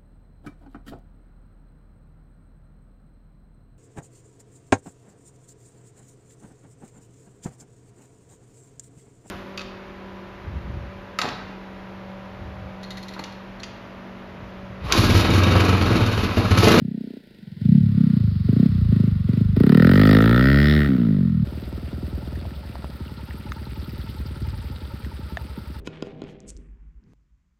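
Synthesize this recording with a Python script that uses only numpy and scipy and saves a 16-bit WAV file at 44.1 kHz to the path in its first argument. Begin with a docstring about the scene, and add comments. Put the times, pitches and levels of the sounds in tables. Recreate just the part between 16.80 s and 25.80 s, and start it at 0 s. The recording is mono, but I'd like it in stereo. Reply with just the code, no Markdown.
"""A meadow: a single-cylinder trail bike blips its throttle, opens up through a puddle and rolls off.
Then a stony forest trail: a bike plods along while another idles close by, and stones knock under
the tyres over a wash of water and wet gravel. Every firing is a puff that the silencer smears into
a quick downward chirp; an open throttle adds a sharp crack, a throaty growl and a metallic rasp."""
import sys
import numpy as np
from scipy import signal
from scipy.fft import rfft, irfft
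from scipy.io import wavfile
from scipy.ndimage import uniform_filter1d

SR = 44100
rng = np.random.default_rng(int(sys.argv[2]) if len(sys.argv) > 2 else 0)


def wav_record(signal):
    """Record a signal, one row per channel, as 16-bit PCM in the file named by sys.argv[1]."""
    frames = np.transpose(np.atleast_2d(signal))
    bounded = np.clip(frames, -1, 1)
    # unit amplitude maps onto the largest positive 16-bit level
    quanta = np.round(bounded * 32767).astype(np.int16)
    wavfile.write(sys.argv[1], SR, quanta)


N = 396900
TIME, HZ = np.arange(N) / SR, np.fft.rfftfreq(N, 1 / SR)
TRAIL_AT_S, TRAIL_EASE_S = 4.644, 5.58  # the trail scene starts; its plodding bike eases off

# Twists of the throttle: (opens [s], shuts [s], opening rate [firings/s], shutting rate [firings/s],
# load [dB], hot-gas pitch lift [share], extra boom [dB])
THROTTLE_TWISTS = [(-0.1, 0.369, 31.87, 30.74, -11, .1, 4.5), (0.767, 0.971, 19.7, 37.01, -20, 0.015, 0.5),
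                   (1.15, 1.371, 33.99, 29.28, -21, .06, 1), (1.638, 1.855, 20.87, 35.12, -8, .09, 3.5),
                   (2.084, 2.275, 26.39, 26.49, -12, .035, 4), (2.452, 2.601, 20.67, 27.4, -9, .045, 2.5),
                   (2.742, 4.065, 23.24, 70.69, 0, .067, 0)]
def throttle(t):
    """The rider's hand at times t: opening 0-1, then the load, lift and boom of the latest twist."""
    late_s, open_s, shut_s = 0.0046, 0.024, 0.022  # the exhaust answers a little late
    opening = sum(ramp(t, opens + late_s, open_s) - ramp(t, shuts + late_s, shut_s)
                  for opens, shuts, *_ in THROTTLE_TWISTS)
    starts, _, _, _, *character = np.transpose(THROTTLE_TWISTS)
    return opening, *np.array(character)[:, np.searchsorted(starts, t) - 1]

# Revs through the last, long pull and the coast after it: (time [s], rate [firings/s])
LONG_PULL_REVS = [(2.888, 36.12), (2.97, 39.56), (3.05, 41.75), (3.13, 47.68), (3.21, 52.63), (3.3, 51.52),
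                  (3.38, 53.99), (3.46, 56.36), (3.56, 60.64), (3.7, 68.54), (3.74, 69.28), (3.84, 72.49),
                  (3.94, 75.73), (4.01, 73.03), (4.13, 65.13), (4.2, 59.58), (4.28, 54.33), (4.38, 48.1),
                  (4.5, 42.38), (4.64, 36.4)]
def meadow_revs():
    """The meadow bike's rev curve: straight lines between throttle moves, then the long pull."""
    opens, shuts, opening_rate, shutting_rate, *_ = np.transpose(THROTTLE_TWISTS)
    return sorted([*zip(opens, opening_rate), *zip(shuts, shutting_rate), *LONG_PULL_REVS])

# The silencer's low, middle and upper voices: (frequency [Hz], level [dB])
BOOM_EQ = [(20, -52.5), (36, -26), (52, 0.5), (75, -2), (105, 8), (130, -5.5), (170, -30), (300, -80)]
BODY_EQ = [(55, -28), (105, -1.5), (150, 12.5), (210, 12), (250, -0.5), (295, -44.5), (380, -54.5),
           (700, -75)]
BARK_EQ = [(150, -26), (250, 8.5), (300, 0), (370, 0.5), (490, -10), (630, -7.5), (760, -38.5),
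           (1300, -59.5)]
# Exhaust mix, throttle open and shut: (rate [firings/s], boom [dB], body [dB], bark [dB], crack [dB])
OPEN_MIX = [(24.2, -19.5, -21, -23, -36.5), (30.5, -22.5, -15.5, -21, -35.5), (36.5, -43, -12.5, -23, -29),
            (40.9, -19, -12.5, -21.5, -25), (54.1, -17.5, -15.5, -19, -19.5),
            (51.2, -22.5, -17.5, -19.5, -24), (69, -14.5, -19.5, -23, -22.5)]
SHUT_MIX = [(21.4, -23, -23.5, -64.5, -75.5), (27.4, -16.5, -23.5, -41.5, -68.5),
            (39.6, -24, -19.5, -54.5, -63), (46.3, -29.5, -17.5, -34, -52.5),
            (65.7, -31.5, -18.5, -31, -34)]
# Off the throttle the note sinks with the revs: (rate [firings/s], pitch lift [share])
OVERRUN_LIFT = [(22, -0.052), (36, 0.0033), (48, 0.039), (68, 0.22)]
# At first the bike sounds thin and faint; its bass drops away, then returns:
# (time [s], low cut [Hz], level [dB])
BASS_THINNING = [(0.0, 62, -13), (0.2, 244, -9.5), (0.39, 380, -7.5), (0.58, 364, -3.5), (0.68, 120, -14.5),
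                 (0.78, 133, -12.5), (0.86, 55, 3), (1.3, 115, -1.5), (1.7, 19, -0.5)]
def exhaust(s, rate, pop_s=4.085, pop_fade_s=0.026, ease_s=3.964, misfire_s=4.16):
    """Revs and throttle voice each firing; returns the mono pipe note and the stereo crack."""
    opening, load_db, hot_lift, boom_db = throttle(s)
    shut = 1 - opening
    mix_db = opening * np.array(follow(OPEN_MIX, rate)) + shut * np.array(follow(SHUT_MIX, rate))
    boom, body, bark, crack_db = mix_db
    cut_hz, thin_db = follow(BASS_THINNING, s)
    blipping = opening * (s < THROTTLE_TWISTS[-1][0])
    cut_hz = np.maximum(cut_hz, 102 * blipping)  # short blips lack the deepest bass
    pop = (s > pop_s) * np.exp(-abs(s - pop_s) / pop_fade_s)  # hollow pop as the throttle snaps shut
    lift = opening * hot_lift + shut * (follow(OVERRUN_LIFT, rate)[0] + 0.038 * pop)
    uneven_db = np.interp(rate, [22, 55], [1.0, .4])  # firing steadies with speed
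    lag_scale = np.interp(rate, [22, 36, 70], [1.05, .97, .85])  # hot gas carries sound faster
    fader_db = thin_db - 5.5 * ramp(s, ease_s, pop_s - ease_s) * (s < pop_s)  # the pull slackens
    misfire_db = -9 * (np.arange(len(s)) == np.searchsorted(s, misfire_s))  # one firing nearly fails
    voices_db = np.array([boom + opening * boom_db, body + 2 * pop, bark + opening * load_db + 2 * pop])
    voices_db += fader_db + misfire_db
    pipe = silencer(s, rate, voices_db, (BOOM_EQ, BODY_EQ, BARK_EQ), uneven_db, lag_scale, lift, cut_hz)
    blow_db = fader_db + 2.7 * load_db
    sharp = crack(s, rate, blow_db + crack_db)
    drive_db = blow_db - 28 * shut  # the pipe grows quiet once the throttle shuts
    for layer in (growl, throat, spit, bray):
        pipe += layer(s, rate, drive_db)
    return pipe, sharp

# The silencer lets low notes out late: (frequency [Hz], base delay [ms])
SILENCER_LAG = [(50, 15.22), (100, 22.7), (140, 9.9), (210, 7.7), (320, 3.55), (500, 1.58), (900, 1.1)]
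def silencer(times, rates, levels_db, voices, uneven_db, lag_scale, lift, cut_hz, size=4096):
    """Each firing excites three broad resonances; low notes lag, so the puff chirps downward."""
    hz, out = np.fft.rfftfreq(size, 1 / SR), np.zeros(N)
    shapes = np.array([amp(read(voice, hz)) for voice in voices])
    shapes /= np.sqrt(2 * (shapes ** 2).sum(1, keepdims=True) / size)
    phase = 2 * np.pi * np.cumsum(read(SILENCER_LAG, hz) / 1000) * hz[1]
    chance = rng.standard_normal((len(times), 4))
    wobble_db = np.reshape(uneven_db, (-1, 1)) * (chance[:, :1] + .5 * chance[:, 1:])
    gains = amp(np.transpose(levels_db) + wobble_db)
    per_firing = np.broadcast_arrays(times, rates, lag_scale, lift, cut_hz)
    for gain, s, rate, lag, up, cut in zip(gains, *per_firing):
        spectrum = np.interp(hz / (1 + up), hz, gain @ shapes)
        spectrum /= np.sqrt(1 + (cut / (hz + 1)) ** 8)  # low cut
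        puff = np.roll(irfft(spectrum * np.exp(-1j * lag * phase)), size // 4)
        add(out, s - size / 4 / SR, puff * np.sqrt(SR / rate))
    return out

# How much of the burst is jet noise: (rate [firings/s], turbulence [share])
JET_SHARE = [(28, 0.6), (39, 0.7), (50, 0.61), (72, 0.07)]
def blowdown(times, rates, levels_db, decay_cycles=0.16, echo=0.27, uneven_db=.5):
    """The exhaust valve opens: a shock that scatters alike each time, and a jet of fresh turbulence."""
    ms, out = np.arange(1024) * 1000 / SR, np.zeros(N)
    shock = rng.standard_normal(len(ms)) * np.exp(-ms / 1.74)
    for _ in range(12):  # the pipe smears the shock briefly and leaves its spectrum flat
        scatter = rfft(shock)
        shock = irfft(scatter / abs(scatter)) * np.exp(-ms / 8)
    for s, rate, db, rough in zip(times, rates, levels_db, *follow(JET_SHARE, rates)):
        decay_ms = 1000 * decay_cycles / rate
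        age = ms / decay_ms
        jet = unit(rng.standard_normal(len(ms)) * np.sqrt(age) * np.exp(-age))
        second_shock = echo * np.interp(ms - 1.1 * decay_ms, ms, shock, left=0)
        burst = np.sqrt(1 - rough) * unit(shock + second_shock) + np.sqrt(rough) * jet
        jitter_ms = .045 * rng.standard_normal()  # uneven combustion blurs the top harmonics
        start = s + (jitter_ms - .65 * decay_ms) / 1000
        gain = amp(db + 1 + uneven_db * rng.standard_normal())
        add(out, start, gain * burst * np.sqrt(SR / rate / len(ms)))
    return out

# The rough edge of the exhaust note: (frequency [Hz], level [dB])
CRACK_EQ = [(280, -21.5), (500, -3), (660, -1), (830, -9), (1020, -21), (1320, 3), (1620, -4.5),
            (1860, -1.5), (2060, -5), (2300, -10), (2900, -12), (3500, -12.5), (4200, -13.5), (5100, -27),
            (6400, -41), (9400, -36.5), (13000, -33.5), (16000, -27.5)]
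def crack(times, rates, levels_db, trim_db=-2.5):
    """Two trains of blow-down shocks, coloured by the pipe and spread wide."""
    trains = [blowdown(times, rates, levels_db) for _ in range(2)]
    return diffuse(*[amp(trim_db) * colour(shocks, CRACK_EQ) + rasp(shocks) for shocks in trains])

# Metallic rings of the exhaust: (time [s], lower [Hz], level [dB], upper [Hz], level [dB])
RASP_SWEEP = [(3.1, 3250, -7, 4630, -4), (3.33, 3930, 3, 4600, 4), (3.48, 3610, 8, 4900, -17),
              (3.62, 3780, 2, 4670, 2), (3.78, 3440, 0.5, 4820, 3), (3.92, 3730, 12, 5030, 4.5),
              (4.03, 4000, -3, 5000, -14)]
def rasp(shocks, widths_hz=(520, 750)):
    """The shocks excite two metallic resonances that shift and swell through the long pull."""
    lower_hz, lower_db, upper_hz, upper_db = follow(RASP_SWEEP)
    rings = zip((lower_hz, upper_hz), widths_hz, (lower_db, upper_db))
    metal = sum(amp(db) * resonate(shocks, hz, width) for hz, width, db in rings)
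    return signal.sosfilt(signal.butter(10, 5400, fs=SR, output="sos"), metal)

# The growl's tone: (frequency [Hz], level [dB]), and its drive: (rate [firings/s], level [dB])
GROWL_EQ = [(330, -37), (480, 3.5), (640, -7.5), (780, -22), (930, -26), (1150, -31), (3000, -73.5)]
GROWL_BY_REVS = [(28, -50), (42, -32.5), (53, -35.5), (60, -39.5), (75, -40)]
def growl(times, rates, drive_db, early_s=0.0025):
    """Clean pressure pulses ring the pipe's throaty resonances, most at mid revs."""
    levels_db = drive_db + follow(GROWL_BY_REVS, rates)[0]
    return colour(pulse_train(times - early_s, rates, levels_db), GROWL_EQ)

# The pipe's vowel in the long pull: (time [s], lower [Hz], level [dB], upper [Hz], level [dB])
THROAT_SWEEP = [(2.7, 417, -43, 960, -45), (2.9, 404, -23.5, 693, -28.5), (3.12, 640, -31.5, 850, -36),
                (3.25, 566, -30.5, 677, -27.5), (3.4, 512, -23.5, 667, -24), (3.5, 580, -32.5, 840, -30),
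                (3.7, 619, -26.5, 860, -41), (4, 625, -32.5, 830, -47), (4.2, 690, -24, 895, -22),
                (4.55, 565, -30, 800, -32)]
def throat(times, rates, drive_db, widths_hz=(170, 150)):
    """Pulses ring two pipe resonances that wander as the gas heats and the revs climb."""
    pulses = pulse_train(times, rates, drive_db)
    lower_hz, lower_db, upper_hz, upper_db = follow(THROAT_SWEEP)
    rings = zip((lower_hz, upper_hz), widths_hz, (lower_db, upper_db))
    return sum(amp(db) * np.sqrt(SR / 2 / width) * resonate(pulses, hz, width) for hz, width, db in rings)

# The bray's tone: (frequency [Hz], level [dB]), and its drive: (rate [firings/s], level [dB])
BRAY_EQ = [(900, -38), (1120, -17), (1320, 5.5), (1500, 1.5), (1650, -9.5), (1850, 7.5), (2060, -5),
           (2300, -21), (4000, -46.5)]
BRAY_BY_REVS = [(28, -47), (40, -28.5), (50, -25), (75, -22.5)]
def bray(times, rates, drive_db, early_s=0.001565):
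    """A hard, pitched bray at full throttle: clean pulses ring the pipe's upper resonances."""
    levels_db = drive_db + follow(BRAY_BY_REVS, rates)[0]
    return colour(pulse_train(times - early_s, rates, levels_db), BRAY_EQ)

def spit(times, rates, drive_db, trim_db=-23, decay_ms=1.0, early_s=0.0024, uneven_db=2.5):
    """Under full load each firing starts with a hard, uneven snap that fades at top revs."""
    ms, out = np.arange(400) * 1000 / SR, np.zeros(N)
    for s, db in zip(times, drive_db - 15 * ramp(rates, 56, 10)):
        snap = rng.standard_normal(len(ms)) * np.exp(-ms / decay_ms)
        add(out, s - early_s, amp(trim_db + db + uneven_db * rng.standard_normal()) * snap)
    return colour(out, [(400, -17), (1000, 7.5), (2000, 0), (5000, 3.5), (6300, -26), (9500, -11),
                        (12500, -12), (15000, -7)])

# The plodding bike's revs: (time [s], rate [firings/s])
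PLOD_REVS = [(4.644, 19.3), (5.619, 20.67), (5.831, 23.03), (6.098, 18.04), (6.526, 17.65), (6.853, 19.05),
             (7.585, 18.35), (8.404, 15.31), (9.0, 16.35)]
# Its silencer's middle and upper voices: (frequency [Hz], level [dB])
PLOD_BODY_EQ = [(70, -21), (115, 0), (165, -4), (230, 1.5), (300, -16), (600, -62)]
PLOD_BARK_EQ = [(150, -11), (250, 0), (350, -1), (430, -4.5), (520, -15), (700, -17), (1300, -64)]
# A low boom swells now and then on the trail: (time [s], half-length [s], boost [dB])
BOOM_SWELLS = [(5.33, 0.04, 10), (5.555, 0.066, 11), (7.248, 0.32, 4), (7.73, 0.26, 13)]
def plodding_bike(pulling_db=(-36.5, -41, -43), eased_db=(-41, -44, -49.5), lope_s=7.82):
    """A bike pulls at low revs, eases off, then lopes: it fires strong and weak by turns."""
    s, rate = firings(PLOD_REVS)
    eased = ramp(s, TRAIL_EASE_S, 0.14)
    boom, body, bark = np.outer(pulling_db, 1 - eased) + np.outer(eased_db, eased)
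    swell_db = sum(db * np.exp(-((s - at) / half) ** 2) for at, half, db in BOOM_SWELLS)
    alternate = (np.arange(len(s)) - np.searchsorted(s, lope_s)) % 2 == 0
    lope_db = alternate * np.where(s > lope_s, -6, 0.5)
    coast_db = -5 * ((s > 5.74) & (s < 6.02))  # the throttle shuts for a moment
    levels_db = lope_db + np.array([boom + swell_db, body, bark + coast_db])
    voices = BOOM_EQ, PLOD_BODY_EQ, PLOD_BARK_EQ
    return silencer(s, rate, levels_db, voices, uneven_db=1.8, lag_scale=1.0, lift=0.003, cut_hz=56)

# The wavering idle: (time [s], rate [firings/s])
IDLE_REVS = [(4.644, 10.65), (5.2, 9.92), (5.6, 9.37), (6, 11.28), (6.4, 10.68), (6.9, 9.92), (7.3, 10.09),
             (7.7, 11.43), (8.15, 9.61), (8.6, 11.43), (9, 11.49)]
# Its hollow chuff: (frequency [Hz], level [dB])
CHUFF_EQ = [(300, -48.5), (560, 5.5), (720, -37), (830, 12.5), (910, 12), (1090, -19), (1330, 4.5),
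            (1700, -21), (5000, -12), (6500, -38), (15000, -42)]
def idling_bike(thud_db=-34.5, chuff_db=-45.5, ring_db=-53.5, chuff_delay_s=.062):
    """A soft thud at each firing and a hollow chuff after it; the engine case rings on in between."""
    s, _ = firings(IDLE_REVS, start=.15)
    clicks = np.zeros(N)
    clicks[(s * SR).astype(int)] = amp(1.3 * rng.standard_normal(len(s)))
    thud = colour(clicks, [(20, -18.5), (42, -28.5), (56, 1), (68, 7.5), (85, -3), (120, -10.5),
                           (250, -30), (900, -72)])
    thud *= amp(thud_db) / thud[TIME > TRAIL_AT_S].std()
    chuff = colour(bursts(s + chuff_delay_s, decay_ms=11), CHUFF_EQ)
    chuff *= amp(chuff_db + np.interp(TIME, [6, 6.5], [-4, 0]))  # it grows clearer
    case_eq = [(300, -63), (1100, -4), (1340, 5.5), (1500, -1), (1800, -29), (6000, -46)]
    ring = amp(ring_db) * colour(bursts(s, decay_ms=33), case_eq)
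    return thud + chuff + ring + tappets(s)

def tappets(s, level_db=-56, shut_s=0.026):
    """The idling engine's valves tick as they open and shut, a little unevenly."""
    times = np.r_[s, s + shut_s] + .002 * rng.standard_normal(2 * len(s))
    eq = [(600, -17), (1400, 1), (2400, -4.5), (4800, -1.5), (6500, -22), (9000, -16), (16000, -14)]
    return amp(level_db) * colour(bursts(times, decay_ms=5), eq)

# Stone hits: (time [s], level [dB], ring [Hz], knock re ring [dB], tick re ring [dB], lean left [dB])
STONE_HITS = [(5.556, -27, 1800, -16, -9, 7), (5.653, -21, 840, -3, -15, 12),
              (5.955, -16, 850, -10, -18, 5), (6.044, -14, 830, -10, -17, 3),
              (6.28, -28, 2820, -25, -20, 0), (6.508, -24, 1840, -10, -19, 9),
              (6.72, -17.5, 1300, -39, -2.5, -3), (6.835, -33, 1700, -25, -14, 0),
              (6.854, -28, 4130, -30, -16, 0), (6.989, -34, 690, -10, -20, 0),
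              (7.963, -27, 3840, -25, -9, 0), (8.247, -29, 1900, -26, -1, 0),
              (8.571, -10, 1780, -4, -6.5, 12.5)]
def stones(hollow_hz=680, ring_t60=0.013, hollow_t60=0.019, tick_t60=0.009):
    """A tyre flicks a stone: a tick, a short ring and a hollow knock that builds just after."""
    t, out = np.arange(2048) / SR, np.zeros((2, N))
    for s, db, hz, hollow_db, tick_db, left_db in STONE_HITS:
        ring = np.sin(2 * np.pi * hz * t) * amp(-60 * t / ring_t60)
        hollow = 2 * np.sin(2 * np.pi * hollow_hz * t)
        hollow *= ramp(t, 0, 0.0037) * amp(hollow_db - 60 * t / hollow_t60)
        tick = signal.lfilter(*signal.butter(4, 4500, fs=SR), 2 * rng.standard_normal(len(t)))
        tick *= amp(tick_db - 60 * t / tick_t60)
        hit = amp(db) * ramp(t, 0, .0005) * (ring + hollow + tick)
        add(out[0], s, hit)
        add(out[1], s, amp(-left_db) * hit)
    return out

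# The meadow bike's running gear: (frequency [Hz], level [dB])
CLATTER_EQ = [(40, 5), (200, 11), (600, 3.5), (1000, 0), (1400, 5.5), (1650, -3), (1900, 1.5), (2400, -2),
              (4000, -0.5), (5100, -5.5), (6200, -25.5), (8000, -21.5), (16000, -22.5)]
def clatter(s, base_db=-40, db_per_octave=5, open_db=3, nearest_s=2.45, pass_s=1.1):
    """Chain, valves and tyres: a rush that pulses with each firing and swells as the bike passes."""
    rushes = [0.68 * rng.standard_normal(N) + 0.4 * bursts(s, decay_ms=2.5) for _ in range(2)]
    pair = diffuse(*[colour(rush, CLATTER_EQ) for rush in rushes])
    # a narrow band near 1.2 kHz is missing for the first second
    pair = notch(pair, hz=1196, width_hz=256, depth=1 - ramp(TIME, 1.0, 0.15))
    octaves = np.log2(follow(meadow_revs())[0] / 30)
    fade_in_db = -5 * (1 - ramp(TIME, 0.15, 0.53))
    db = base_db + db_per_octave * octaves + open_db * throttle(TIME)[0] + fade_in_db
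    return amp(db) * pair / np.hypot(1, (TIME - nearest_s) / pass_s)

def chain_rasp(s, level_db=-53, tighten_s=.09):
    """The drive chain rasps when the throttle pulls it tight."""
    tension = uniform_filter1d(throttle(TIME)[0], int(tighten_s * SR)) * ramp(TIME, 0.32, 0.27)
    eq = [(600, -19), (950, 8), (1150, -7.5), (1400, 4.5), (1650, -1), (1900, 8.5), (2500, -6),
          (3700, 2.5), (4900, -2), (6200, -39.5), (16000, -18)]
    return amp(level_db) * tension * diffuse(*[colour(bursts(s, decay_ms=4), eq) for _ in range(2)])

def pull_rush(level_db=-46.5):
    """A rough rush while the plodding bike pulls, fading as it eases off."""
    eq = [(300, -31.5), (480, -6), (580, 6.5), (680, -7.5), (900, -45)]
    return amp(level_db) * colour(rng.standard_normal(N), eq) * (1 - ramp(TIME, TRAIL_EASE_S, 0.95))

def splash(level_db=-50):
    """Drops thrown up by the wheels patter back into the puddle."""
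    drops = impacts(per_s=90, spread_db=6)
    splat = rng.standard_normal(400) * np.exp(-np.arange(400) / 80)
    spray = unit(signal.oaconvolve(drops, splat)[:N])
    eq = [(600, -19), (2000, -17), (5000, -2.5), (6500, -2), (9500, -9), (15000, -1)]
    return amp(level_db) * colour(spray, eq) * swell(peak_s=3.44, width_s=0.34)

def grass_swish(level_db=-51):
    """The tyres hiss through wet grass."""
    eq = [(500, -26.5), (2500, -12.5), (4300, 6), (5200, 0), (6200, -35.5), (16000, -18.5)]
    hiss = diffuse(*[colour(rng.standard_normal(N), eq) for _ in range(2)])
    return amp(level_db) * hiss * swell(peak_s=1.7, width_s=0.36)

def gravel(base_db=-57, grain_s=0.0071, bands=8):
    """Wet gravel crunches in large and small grains, each in its own band, loudest on a wetter stretch."""
    t, pair = np.arange(2048) / SR, np.zeros((2, N))
    edges_hz = np.linspace(1000 ** .5, 16000 ** .5, bands + 1) ** 2
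    for band in zip(edges_hz, edges_hz[1:]):
        grains = signal.oaconvolve(impacts(per_s=30, spread_db=3), t * np.exp(-2 * t / grain_s))[:N]
        bandpass = signal.butter(2, band, "band", fs=SR, output="sos")
        pair += signal.sosfilt(bandpass, grains * rng.standard_normal((2, N)))
    eq = [(400, -5), (1400, 11), (2300, 15), (4800, 13.5), (6600, -13.5), (8100, 2), (9300, -1.5),
          (16000, 2.5)]
    crunch = diffuse(*[colour(unit(side), eq) for side in pair])
    return amp(base_db) * crunch * (1.31 + swell(peak_s=7.25, width_s=0.55))

# The trail's watery bed: (frequency [Hz], level [dB])
WASH_EQ = [(35, -8), (100, 26.5), (300, 9.5), (560, 12.5), (730, 19.5), (1100, 2), (1350, 3), (2200, 4),
           (5000, 2.5), (6700, -22.5), (8100, -9), (9300, -14), (16000, -15)]
def water_wash(level_db=-42, flutter_db=0.37, grit_per_s=100):
    """Running water and gravel: gritty, faintly fluttering noise that loses a narrow band partway."""
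    grit = (rng.random((2, N)) < grit_per_s / SR) * rng.standard_normal((2, N))
    wash = diffuse(*[colour(rng.standard_normal(N) + 0.52 * unit(side), WASH_EQ) for side in grit])
    wash = notch(wash, hz=703, width_hz=51, depth=ramp(TIME, 6, 0.18))
    flutter = unit(irfft(rfft(rng.standard_normal(N)) * (HZ < 9), N))
    return amp(level_db + flutter_db * flutter) * wash

def outdoors(x, wet_db, t60):
    """Centred direct sound and its scatter from ground and trees."""
    t = np.arange(SR // 2) / SR
    tails = rng.standard_normal((2, len(t))) * amp(-60 * t / t60) * (t > .006)
    tails /= np.linalg.norm(tails, axis=1, keepdims=True)
    return x + amp(wet_db) * diffuse(*signal.fftconvolve(x[None], tails, axes=1)[:, :N])

# How alike diffuse sound is left and right: (frequency [Hz], coherence [0-1])
STEREO_COHERENCE = [(60, 0.89), (700, 0.88), (1400, 1), (1950, 0.98), (2300, 0.2), (3200, 0.29),
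                    (3900, 0.58), (4600, 0.9), (6000, 0.24), (9300, 0.18), (9900, 1), (11000, 1),
                    (12000, 0.24), (13300, 1), (16000, 0.75)]
def diffuse(a, b):
    """Two unrelated sounds become a pair that agrees only in part."""
    same = read(STEREO_COHERENCE)
    return np.array([a, irfft(same * rfft(a) + np.sqrt(1 - same ** 2) * rfft(b), N)])

def firings(revs, start=.5):
    """Times at which the engine fires, the first one `start` cycles in, and the firing rate there."""
    t = TIME[(revs[0][0] <= TIME) & (TIME <= revs[-1][0])]
    cycles = np.cumsum(follow(revs, t)[0]) / SR
    s = np.interp(np.arange(start, cycles[-1]), cycles, t)
    return s, follow(revs, s)[0]

def pulse_train(times, rates, levels_db):
    """One clean pulse for each firing."""
    pulses = np.zeros(N)
    pulses[np.maximum(times * SR, 0).astype(int)] = amp(levels_db) * np.sqrt(SR / rates)
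    return pulses

def bursts(times, decay_ms):
    """Noise that flares at each time and dies away, at rms 1 while it sounds."""
    gate, t = np.zeros(N), np.arange(4096) / SR
    for s, size in zip(times, rng.lognormal(0, 0.1, len(times))):
        add(gate, s, size * t * np.exp(-t * 1000 / decay_ms))
    return gate / np.sqrt(np.mean(gate[gate > 0] ** 2)) * rng.standard_normal(N)

def impacts(per_s, spread_db):
    """Random clicks, many small and a few large."""
    return (rng.random(N) < per_s / SR) * amp(spread_db * np.minimum(rng.exponential(1, N), 3))

def colour(x, eq, size=8192):
    """Minimum-phase EQ of unit power gain through (frequency [Hz], level [dB]) points."""
    gain = unit(amp(read(eq, np.fft.rfftfreq(size, 1 / SR))))
    log_gain = np.log(np.r_[gain, gain[-2:0:-1]])
    response = np.exp(np.conj(signal.hilbert(log_gain)))[:len(gain)]
    return signal.oaconvolve(x, irfft(response))[:N]

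def resonate(x, hz, width_hz):
    """Two resonators of gain 1 in series, their centre following the curve hz."""
    turn, r = np.exp(2j * np.pi * np.cumsum(hz) / SR), np.exp(-np.pi * width_hz / SR)
    for _ in range(2):
        x = 2 * (turn * signal.lfilter([1 - r], [1, -r], x / turn + 1e-18)).real
    return x

def notch(x, hz, width_hz, depth):
    """Scoops out a narrow band; depth is a 0-1 curve over time."""
    return x - depth * irfft(rfft(x) * np.exp(-((HZ - hz) / width_hz) ** 2), N)

def follow(table, t=TIME):
    """A table's later columns, interpolated at t along its first."""
    axis, *columns = np.transpose(table)
    return [np.interp(t, axis, column) for column in columns]

def read(points, hz=HZ):
    """A spectrum table on a log-frequency axis."""
    f, value = np.transpose(points)
    return np.interp(np.log(hz + 1), np.log(f + 1), value)

def add(mix, s, sound):
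    """Drops a sound into the mix at s seconds."""
    start = int(round(s * SR))
    sound = sound[max(-start, 0):]
    part = mix[max(start, 0):][:len(sound)]
    part += sound[:len(part)]

def swell(peak_s, width_s):
    return np.exp(-.5 * ((TIME - peak_s) / width_s) ** 2)

def ramp(t, start, length):
    return np.clip((t - start) / length, 0, 1)

def amp(db):
    return 10 ** (np.asarray(db) / 20)

def unit(x):
    return x / np.sqrt(np.mean(x ** 2) + 1e-20)

def meadow():
    """The revving bike: exhaust, puddle, running gear and wet grass."""
    s, rate = firings(meadow_revs())
    pipe, sharp = exhaust(s, rate)
    scattered = outdoors(pipe + splash(), wet_db=-16, t60=.2)
    return scattered + sharp + clatter(s) + chain_rasp(s) + grass_swish()

def trail():
    """Two engines and stones over water and wet gravel."""
    bed = water_wash()
    near = pull_rush() + idling_bike() + stones()  # close by, so without scatter
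    return outdoors(plodding_bike(), wet_db=-4.5, t60=0.068) + near + bed + gravel()

def scene():
    """The meadow, then a hard cut to the trail."""
    on_trail = ramp(TIME, TRAIL_AT_S, 0.002)
    return (1 - on_trail) * meadow() + on_trail * trail()

# Treble ring on both sides: (frequency [Hz], level [dB])
TREBLE_RING = [(9300, 0), (9900, 6), (11300, 0.5), (14200, -2), (15500, 3.5)]
# Shading of the right side: (frequency [Hz], cut [dB]), and its lag: (frequency [Hz], phase [rad])
RIGHT_SHADE = [(60, 2), (200, -0.5), (330, -2), (750, 5.5), (1750, 3.5), (2200, 12.5), (2600, 14),
               (3200, 14.5), (3800, 19.5), (4600, 19), (5300, 22), (6300, -1), (7300, 5), (8400, 5.5),
               (9400, -4.5), (16000, 3.5)]
RIGHT_LAG = [(150, 0), (400, 0.67), (700, 2.5), (1050, 5), (1700, 5), (2300, 8), (2800, 7.5), (3600, 12.5),
             (4000, 11.5), (5100, 2.5), (5400, 4), (6200, 5), (6500, -4), (8000, 7.5), (9900, 3.5),
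             (11000, 3.5), (12600, 0.5), (14400, -0.3), (15700, -3)]
def record(dry, ceiling=.95, top_hz=15950):
    """The treble rings, the right side lags and is shaded, peaks are rounded and the very top is cut."""
    right = amp(-read(RIGHT_SHADE)) * np.exp(-1j * read(RIGHT_LAG))
    pair = irfft(rfft(dry) * amp(read(TREBLE_RING)) * np.array([np.ones(len(HZ)), right]), N)
    pair = pair / (1 + (pair / ceiling) ** 8) ** (1 / 8)
    lowpass = signal.firwin(511, top_hz, window=("kaiser", 9), fs=SR)
    return signal.oaconvolve(pair, lowpass[None], "same")

dry = scene()
out = record(dry)
wav_record(out)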